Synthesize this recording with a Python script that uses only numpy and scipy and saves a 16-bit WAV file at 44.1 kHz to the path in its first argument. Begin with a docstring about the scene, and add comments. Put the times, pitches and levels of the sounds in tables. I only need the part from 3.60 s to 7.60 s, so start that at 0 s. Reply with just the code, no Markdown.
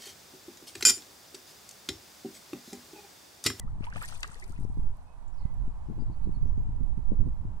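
"""Fish thrashing in a pond

A few metres away a fish slaps the surface with its tail, air pockets ring as rising bubbles,
and spray patters back. Wind buffets the two microphone ports separately with rumble, eddies
and dull vortex knocks. Small birds call over a distant roar."""
import sys
import numpy as np
from scipy import signal
from scipy.fft import rfft, irfft
from scipy.io import wavfile

SR = 44100
rng = np.random.default_rng(int(sys.argv[2]) if len(sys.argv) > 2 else 0)


def persist_wave(psi):
    """Save psi, clipped to +-1, as 16-bit WAV."""
    counts = np.round(np.clip(psi, -1, 1) * 32767).astype(np.int16)
    wavfile.write(sys.argv[1], SR, np.atleast_2d(counts).T)


N = 176400

# spectrum of bubbling water (frequency [Hz], gain [dB])
CHURN_EQ = [(200, 9), (450, -5.5), (800, -0.5), (1250, 4), (1800, 4), (2500, 1.5), (3100, -1), (3800, -18),
            (4500, -18), (7000, -16), (16000, -51)]


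def fish():
    """The whole splash, shaded at the right port, with short and long reflections."""
    left, right = at_ports(tail_slaps() + air_pockets()) + churn() + spray() + trickle()
    # shading of the right port (frequency [Hz], gain [dB])
    shade = [(200, 13), (1000, 1), (1800, 4.5), (2600, -4.5), (3200, -5), (3900, -6), (4500, -3),
             (5600, -4), (6600, -26), (7700, 1), (9000, -20), (11000, -10.5), (14500, -3)]
    near_bank = scatter(np.array([left, colour(right, shade)]), t60_s=0.027, wet_db=-9)
    return scatter(near_bank, t60_s=0.55, wet_db=-19)


def tail_slaps(decay_cycles=2.5, min_decay_s=0.0001, width_oct=0.73, size=1024):
    """Tail and big drops smack the water: broad bursts, the low ones dying more slowly."""
    # impacts (time [s], peak [dB], band centre [Hz])
    impacts = [(0.207, -54, 1820), (0.231, -53, 1170), (0.2425, -40, 3130), (0.301, -45, 6500),
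               (0.326, -48, 2180), (0.337, -43, 4330), (.3645, -50, 3200), (.377, -45, 1700),
               (.43, -35.5, 1390), (.415, -37, 1750), (.4255, -30, 8200), (0.4353, -38, 9700),
               (0.4508, -32.5, 7000), (0.4565, -31.5, 6900), (.482, -40, 5900), (0.487, -34.5, 4330),
               (.577, -45, 9000), (0.6066, -34, 8100), (0.6303, -20.5, 5040), (0.6306, -20.5, 2800),
               (0.63, -37, 1340), (0.643, -35, 1520), (0.676, -35, 6400), (0.744, -36, 4500),
               (0.798, -39.5, 6300), (.841, -41.5, 7040), (0.879, -46, 9000), (0.895, -45, 6800),
               (.9225, -45, 8100), (1, -47, 8000), (1.045, -50.5, 5340), (1.37, -53, 8500),
               (1.941, -53.5, 8600)]
    out = np.zeros(N)
    t = np.arange(size) / SR
    for time_s, peak_db, hz in impacts:
        life_s = min_decay_s + decay_cycles / hz
        octaves = np.log2((np.fft.rfftfreq(size, 1 / SR) + 1) / hz)
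        phase_rad = 2 * np.pi * rng.random(len(octaves))
        noise = irfft(np.exp(1j * phase_rad - (octaves / width_oct) ** 2))
        burst = noise * t / life_s * np.exp(-t / life_s)
        add(out, time_s, amp(peak_db) * burst / abs(burst).max())
    return out


def air_pockets():
    """Trapped air rings as single rising bubbles."""
    # pockets (time [s], gain [dB], start pitch [Hz], life [s])
    pockets = [(0.073, -48, 1123, 0.016), (0.228, -51, 1006, 0.013), (0.239, -24, 2350, 0.004),
               (0.268, -34, 856, 0.023), (0.323, -37, 1480, 0.01), (0.359, -41, 640, 0.017),
               (.367, -39.5, 783, 0.016), (0.375, -34, 1666, 0.0087), (0.415, -33, 1160, 0.0096),
               (0.431, -47, 1270, 0.015), (0.44, -36, 1697, 0.02), (.520, -36.5, 780, 0.0079),
               (0.522, -32, 1170, 0.0062), (0.63, -35, 1670, 0.0057), (0.642, -30.5, 1100, 0.0077),
               (0.645, -34.5, 1705, 0.013), (0.665, -59.5, 404, 0.039), (0.728, -47, 1000, 0.015),
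               (0.755, -54, 406, 0.023), (0.82, -37.5, 1846, 0.02), (0.822, -59, 341, 0.066),
               (0.923, -53, 1230, 0.018), (0.959, -51, 2350, 0.014), (.975, -46.5, 1810, 0.01)]
    out = np.zeros(N)
    for time_s, gain_db, hz, life_s in pockets:
        add(out, time_s, amp(gain_db) * bubble(hz, life_s, rise=0.25, onset_s=0.0035))
    return out


def bubble(hz, life_s, rise, onset_s, wobble=0.05, wobble_s=0.002):
    """A ringing air pocket whose pitch wobbles and climbs as it nears the surface."""
    t = np.arange(0, 3 * life_s, 1 / SR)
    age = t / life_s
    jostle = wobble * np.interp(t / wobble_s, np.arange(80), rng.standard_normal(80))
    turns = np.cumsum(hz * (1 + jostle + rise * np.minimum(age, 2))) / SR
    attack = 1 - np.exp(-(t / onset_s) ** 2)
    return np.sin(2 * np.pi * turns) * attack * np.exp(-age - age ** 2)


def churn():
    """Churned water: a dense cloud of bubbles."""
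    # envelope (time [s], level [dB])
    envelope = [(.19, -100), (.235, -48), (.30, -63.5), (.36, -46), (.395, -63), (.43, -44.5), (.47, -63),
                (.54, -49.5), (.61, -77), (.642, -48), (.67, -64), (.84, -67), (1.08, -87), (1.3, -84)]
    cloud = shower(per_s=2600, band_hz=(384.6, 5980), cycles=7.2,
                   spread_db=6.5, rise=0.19, onset_cycles=0.7)
    return level(envelope) * unit(colour(cloud, CHURN_EQ))


def spray():
    """Falling spray: drops patter back as tiny, high bubbles."""
    # envelope (time [s], level [dB])
    envelope = [(.19, -77.5), (.25, -60), (.31, -77.5), (.37, -54), (.40, -56.5), (.44, -49), (.472, -54.5),
                (.49, -46), (.53, -51.5), (.60, -55), (.72, -58.5), (.87, -61.5), (1.02, -68.5),
                (1.1, -72.5), (1.6, -78.5), (2.1, -106)]
    # spectrum (frequency [Hz], gain [dB])
    eq = [(500, -40), (2000, -8), (3100, 1), (3900, 0.5), (5000, 1.5), (7000, -1), (8700, 6), (11000, -3),
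          (12600, -16), (14500, -8), (16000, -23)]
    drops = shower(per_s=3500, band_hz=(2100, 14700), cycles=4.8,
                   spread_db=2.5, rise=0.016, onset_cycles=0.99)
    return level(envelope) * unit(colour(drops, eq))


def trickle():
    """Small bubbles trickle up as the water settles."""
    # envelope (time [s], level [dB])
    envelope = [(.3, -80), (.42, -56), (.72, -61), (.85, -65), (1, -85), (1.2, -101)]
    bubbles = shower(per_s=260, band_hz=(600, 5500), cycles=11, spread_db=4, rise=0.1, onset_cycles=1)
    return level(envelope) * unit(colour(bubbles, CHURN_EQ))


def shower(per_s, band_hz, cycles, spread_db, rise, onset_cycles, sizes=44, clump_s=0.014, clump_db=3.5):
    """Tiny bubbles of many sizes at random times, swelling as the water falls in clumps."""
    out = np.zeros((2, N))
    clump_index = np.arange(N) / SR / clump_s
    for group_hz in np.array_split(np.geomspace(*band_hz, sizes), 4):
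        clumps = amp(clump_db * np.interp(clump_index, np.arange(2048), rng.standard_normal(2048)))
        for hz in group_hz:
            births = rng.random(N) < per_s / sizes / SR
            hits = births * clumps * amp(spread_db * np.minimum(rng.exponential(1, N), 3))
            grain = np.pad(bubble(hz, cycles / hz, rise, onset_cycles / hz), 32)
            offset_s = 0.00005 * rng.standard_normal()  # drops land all around the fish
            out += signal.oaconvolve(hits[None], at_ports(grain * hz, offset_s), axes=1)[:, :N]
    return out


def wind_rumble():
    """Wind pressure swells and sinks separately on each port."""
    # gusts on the left port (time [s], level [dB])
    left = [(0, -35), (.22, -35), (.72, -40), (1.02, -29), (1.3, -32), (1.56, -53), (1.95, -34),
            (2.38, -30), (2.55, -39), (2.97, -26), (3.3, -38.5), (3.55, -28.5), (3.75, -31.5), (4, -36)]
    # gusts on the right port (time [s], level [dB])
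    right = [(0, -31), (.17, -31.5), (.37, -42), (.78, -46.5), (1.05, -31.5), (1.24, -21.5), (1.33, -32.5),
             (1.43, -43.5), (1.72, -33.5), (2.022, -22.5), (2.18, -36), (2.5, -29.5), (2.86, -19.5),
             (3.08, -27), (3.219, -19.5), (3.46, -26), (3.609, -16), (3.78, -31), (4, -36.5)]
    # spectrum (frequency [Hz], gain [dB])
    eq = [(5, 7), (20, -1.5), (45, -5), (90, -16.5), (160, -26), (300, -40), (600, -60.5), (2000, -104)]
    return np.array([level(gusts) * unit(colour(rng.standard_normal(N), eq)) for gusts in (left, right)])


def wind_eddies(oct_per_db=0.12, typical_db=-34, right_scale=0.69, size=16384):
    """Eddies flutter over a port; stronger ones reach higher, those on the right sound lower."""
    # eddies (centre time [s], length [s], level [dB], port [0 left, 1 right])
    eddies = [(.051, 0.033, -35.5, 0), (0.161, 0.13, -38, 0), (.37, 0.054, -36.5, 0), (.52, 0.12, -42, 0),
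              (0.699, 0.0044, -35.5, 0), (.903, 0.022, -34.5, 0), (1.04, 0.083, -35.5, 0),
              (1.18, 0.031, -39.5, 0), (1.242, 0.052, -36, 1), (2.017, 0.017, -35, 1),
              (2.041, 0.088, -39, 0), (2.31, 0.035, -33, 0), (2.4, 0.052, -34.5, 0),
              (2.505, 0.042, -34.5, 0), (2.53, 0.17, -37.5, 1), (2.679, 0.046, -32.5, 1),
              (2.85, 0.066, -32.5, 1), (3.0, 0.048, -33.5, 0), (3.1, 0.089, -36.5, 0),
              (3.219, 0.029, -31.5, 1), (3.391, 0.017, -32, 1), (3.53, 0.027, -30, 0),
              (3.609, 0.037, -29, 1), (3.629, 0.069, -36.5, 0), (3.67, 0.035, -29, 1),
              (3.869, 0.13, -33.5, 1)]
    # spectrum before pitch scaling (frequency [Hz], gain [dB])
    eq = [(10, -45), (50, -10), (110, 4.5), (200, -6.5), (310, -13.5), (450, -24.5), (800, -42),
          (2000, -82), (6000, -76)]
    out = np.zeros((2, N))
    t = (np.arange(size) - size / 2) / SR
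    for time_s, length_s, level_db, port in eddies:
        swell = np.exp(-2.2 * (t / length_s) ** 2)
        pitch_scale = 2 ** (oct_per_db * (level_db - typical_db)) * (right_scale if port else 1)
        eddy = swell * colour(rng.standard_normal(size), eq, pitch_scale)
        gain = amp(level_db) * np.linalg.norm(swell) / np.linalg.norm(eddy)
        add(out[port], time_s + t[0], gain * eddy)
    return out


def vortex_knocks(steepness=1.593, size=4096):
    """A vortex crossing a port: one brief dip in pressure, heard as a dull knock."""
    # vortices (time [s], peak [dB], roll-off [Hz], port [0 left, 1 right])
    vortices = [(0.209, -21, 173, 0), (0.991, -23.5, 153, 0), (1.009, -25, 170, 0), (1.051, -24, 244, 0),
                (1.1, -27.5, 162, 0), (1.174, -25, 197, 0), (1.193, -25.5, 173, 1), (1.855, -16.5, 102, 1),
                (2.025, -22.5, 60.3, 1), (2.08, -25, 159, 0), (2.288, -23.5, 173, 0),
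                (2.301, -26.5, 214, 0), (2.381, -24, 172, 0), (2.424, -26, 213, 0), (2.5, -27.5, 186, 0),
                (2.674, -21, 215, 0), (2.694, -19.5, 176, 0), (2.774, -24.5, 126, 1),
                (2.829, -23.5, 127, 1), (2.859, -28, 192, 1), (2.98, -22, 152, 0), (3.093, -27.5, 140, 1),
                (3.211, -25.5, 184, 1), (3.378, -19, 135, 1), (3.52, -15, 232, 0), (3.603, -17.5, 128, 1),
                (3.676, -28, 220, 1), (3.853, -25.5, 162, 0)]
    out = np.zeros((2, N))
    for time_s, peak_db, hz, port in vortices:
        ratio = np.fft.rfftfreq(size, 1 / SR) / hz
        dip = np.fft.fftshift(irfft(ratio * np.exp(-ratio ** steepness)))
        add(out[port], time_s - size / 2 / SR, -amp(peak_db) * dip / dip.max())
    return out


def birds(warble_hz=48):
    """Far whistles and thin zigzag chirps, blurred by the surroundings."""
    # notes (time [s], length [s], level [dB], start pitch [Hz], middle pitch [Hz], end pitch [Hz],
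    # left minus right [dB], warble depth [share of pitch])
    notes = [(-.005, 0.047, -60.5, 1900, 1994, 1660, -11, 0),
             (1.435, .13, -77, 2410, 2565, 2450, -5, 0.007),
             (1.677, 0.0093, -67.5, 8600, 7200, 5600, -15, 0.017),
             (1.722, 0.035, -78, 6040, 5470, 5000, -8, .05),
             (1.758, 0.097, -73, 4700, 4540, 3970, -14, .09),
             (1.783, 0.16, -74.5, 2154, 2020, 2050, -13, 0.019),
             (2.233, 0.075, -83, 4550, 5230, 6550, 0, 0), (2.392, 0.039, -67.5, 4450, 4810, 4230, 1, 0.021),
             (2.508, 0.054, -73.5, 4250, 4460, 4300, -7, .07),
             (2.624, 0.041, -71.5, 3810, 4220, 3950, -5, 0.046),
             (2.733, 0.043, -69.5, 4130, 4440, 3670, -7, 0.027),
             (2.728, .045, -76, 2180, 2300, 2200, -14, 0.0049),
             (2.842, 0.067, -75, 5500, 5970, 6070, -6, 0.084),
             (2.962, .052, -77.5, 7800, 6680, 7800, -3, .02)]
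    out = np.zeros((2, N))
    for time_s, length_s, level_db, *pitches_hz, pan_db, warble in notes:
        t = np.arange(0, length_s, 1 / SR)
        glide_hz = np.polyval(np.polyfit([0, 0.5, 1], pitches_hz, 2), t / length_s)
        hz = glide_hz * (1 + warble * np.sin(2 * np.pi * (warble_hz * t + rng.random())))
        note = np.sin(np.pi * t / length_s) * np.sin(2 * np.pi * np.cumsum(hz) / SR)
        add(out, time_s, amp([[level_db + pan_db / 2], [level_db - pan_db / 2]]) * note)
    return scatter(out, t60_s=0.3, wet_db=-5)


def distant_roar(right_lead_rad=1.12):
    """A nearly steady far roar from the right, with a faint hiss."""
    # spectrum (frequency [Hz], gain [dB])
    eq = [(30, 13.5), (200, 5), (400, -4.5), (650, 4), (950, 8.5), (1300, -4.5), (2000, -13.5),
          (3000, -17.5), (6000, -21), (8300, -21), (11000, -24), (13000, -28), (16000, -52)]
    # balance (frequency [Hz], left minus right [dB])
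    balance = [(200, 4.5), (900, -6), (2000, -8), (5000, -3), (7600, -7.5), (9000, 2), (12000, 0)]
    # likeness of the ports (frequency [Hz], correlation [0-1])
    likeness = [(100, 1), (900, 0.79), (1500, 1), (2300, 0.12), (6000, 0.089)]
    # envelope (time [s], level [dB])
    envelope = [(0, -58.5), (1.5, -58.5), (2.1, -56.5), (3, -58.5), (4, -58.5)]
    hz = np.fft.rfftfreq(N, 1 / SR)
    left, independent = rfft(rng.standard_normal((2, N)))
    shared = read(likeness, hz)
    right = shared * left + np.sqrt(1 - shared ** 2) * independent
    right *= np.exp(1j * right_lead_rad * np.minimum(hz / 800, 1))
    tilt_db = read(balance, hz) / 2
    spectra = np.array([left * amp(tilt_db), right * amp(-tilt_db)]) * amp(read(eq, hz))
    return level(envelope) * unit(irfft(spectra, N))


def at_ports(x, offset_s=0):
    """A splash reaches the left port first, the right a moment later."""
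    # lag of the right port (frequency [Hz], delay [s])
    lag = [(1000, 0.00021), (2400, 0.00023), (3950, 0.00014), (4400, 0.00014), (6000, 0.00043),
           (7000, 0.00031), (9000, 0.000248)]
    hz = np.fft.rfftfreq(len(x), 1 / SR)
    delay_s = read(lag, hz) + offset_s
    right = irfft(rfft(x) * np.exp(-2j * np.pi * hz * delay_s), len(x))
    return np.array([x, right])


def scatter(x, t60_s, wet_db):
    """Adds a diffuse tail, different at each port."""
    t = np.arange(SR // 2) / SR
    tail = rng.standard_normal((2, len(t))) * amp(-60 * t / t60_s) * (1 - np.exp(-t * 2000))
    tail /= np.linalg.norm(tail, axis=1, keepdims=True)
    return x + amp(wet_db) * signal.fftconvolve(x, tail, axes=1)[:, :N]


def amp(db):
    """Decibels to gain."""
    return 10 ** (np.asarray(db) / 20)


def unit(x):
    """Scales to unit rms."""
    return x / np.sqrt(np.mean(x ** 2) + 1e-20)


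def read(points, hz):
    """Interpolates a table on a log-frequency axis."""
    table_hz, values = np.transpose(points)
    return np.interp(np.log(hz + 1), np.log(table_hz + 1), values)


def level(points):
    """A (time [s], level [dB]) curve as gain per sample."""
    return amp(np.interp(np.arange(N) / SR, *np.transpose(points)))


def colour(x, points, pitch_scale=1):
    """Filters by a (frequency [Hz], gain [dB]) table, optionally moved in pitch."""
    size = x.shape[-1]
    hz = np.fft.rfftfreq(size, 1 / SR)
    return irfft(rfft(x) * amp(read(points, hz / pitch_scale)), size)


def add(mix, time_s, sound):
    """Mixes a sound in place, trimmed to fit."""
    start = round(time_s * SR)
    sound = sound[..., max(-start, 0):]
    part = mix[..., max(start, 0):][..., :sound.shape[-1]]
    part += sound[..., :part.shape[-1]]


def scene():
    """The pond from the bank."""
    return fish() + wind_rumble() + wind_eddies() + vortex_knocks() + distant_roar() + birds()


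def record(dry, cutoff_hz=15800):
    """The recorder's band limit."""
    lowpass = signal.firwin(511, cutoff_hz, window=("kaiser", 9), fs=SR)
    padded = np.pad(dry, [(0, 0), (255, 255)], mode="edge")
    return signal.oaconvolve(padded, lowpass[None], "valid")


dry = scene()
out = record(dry)
persist_wave(out)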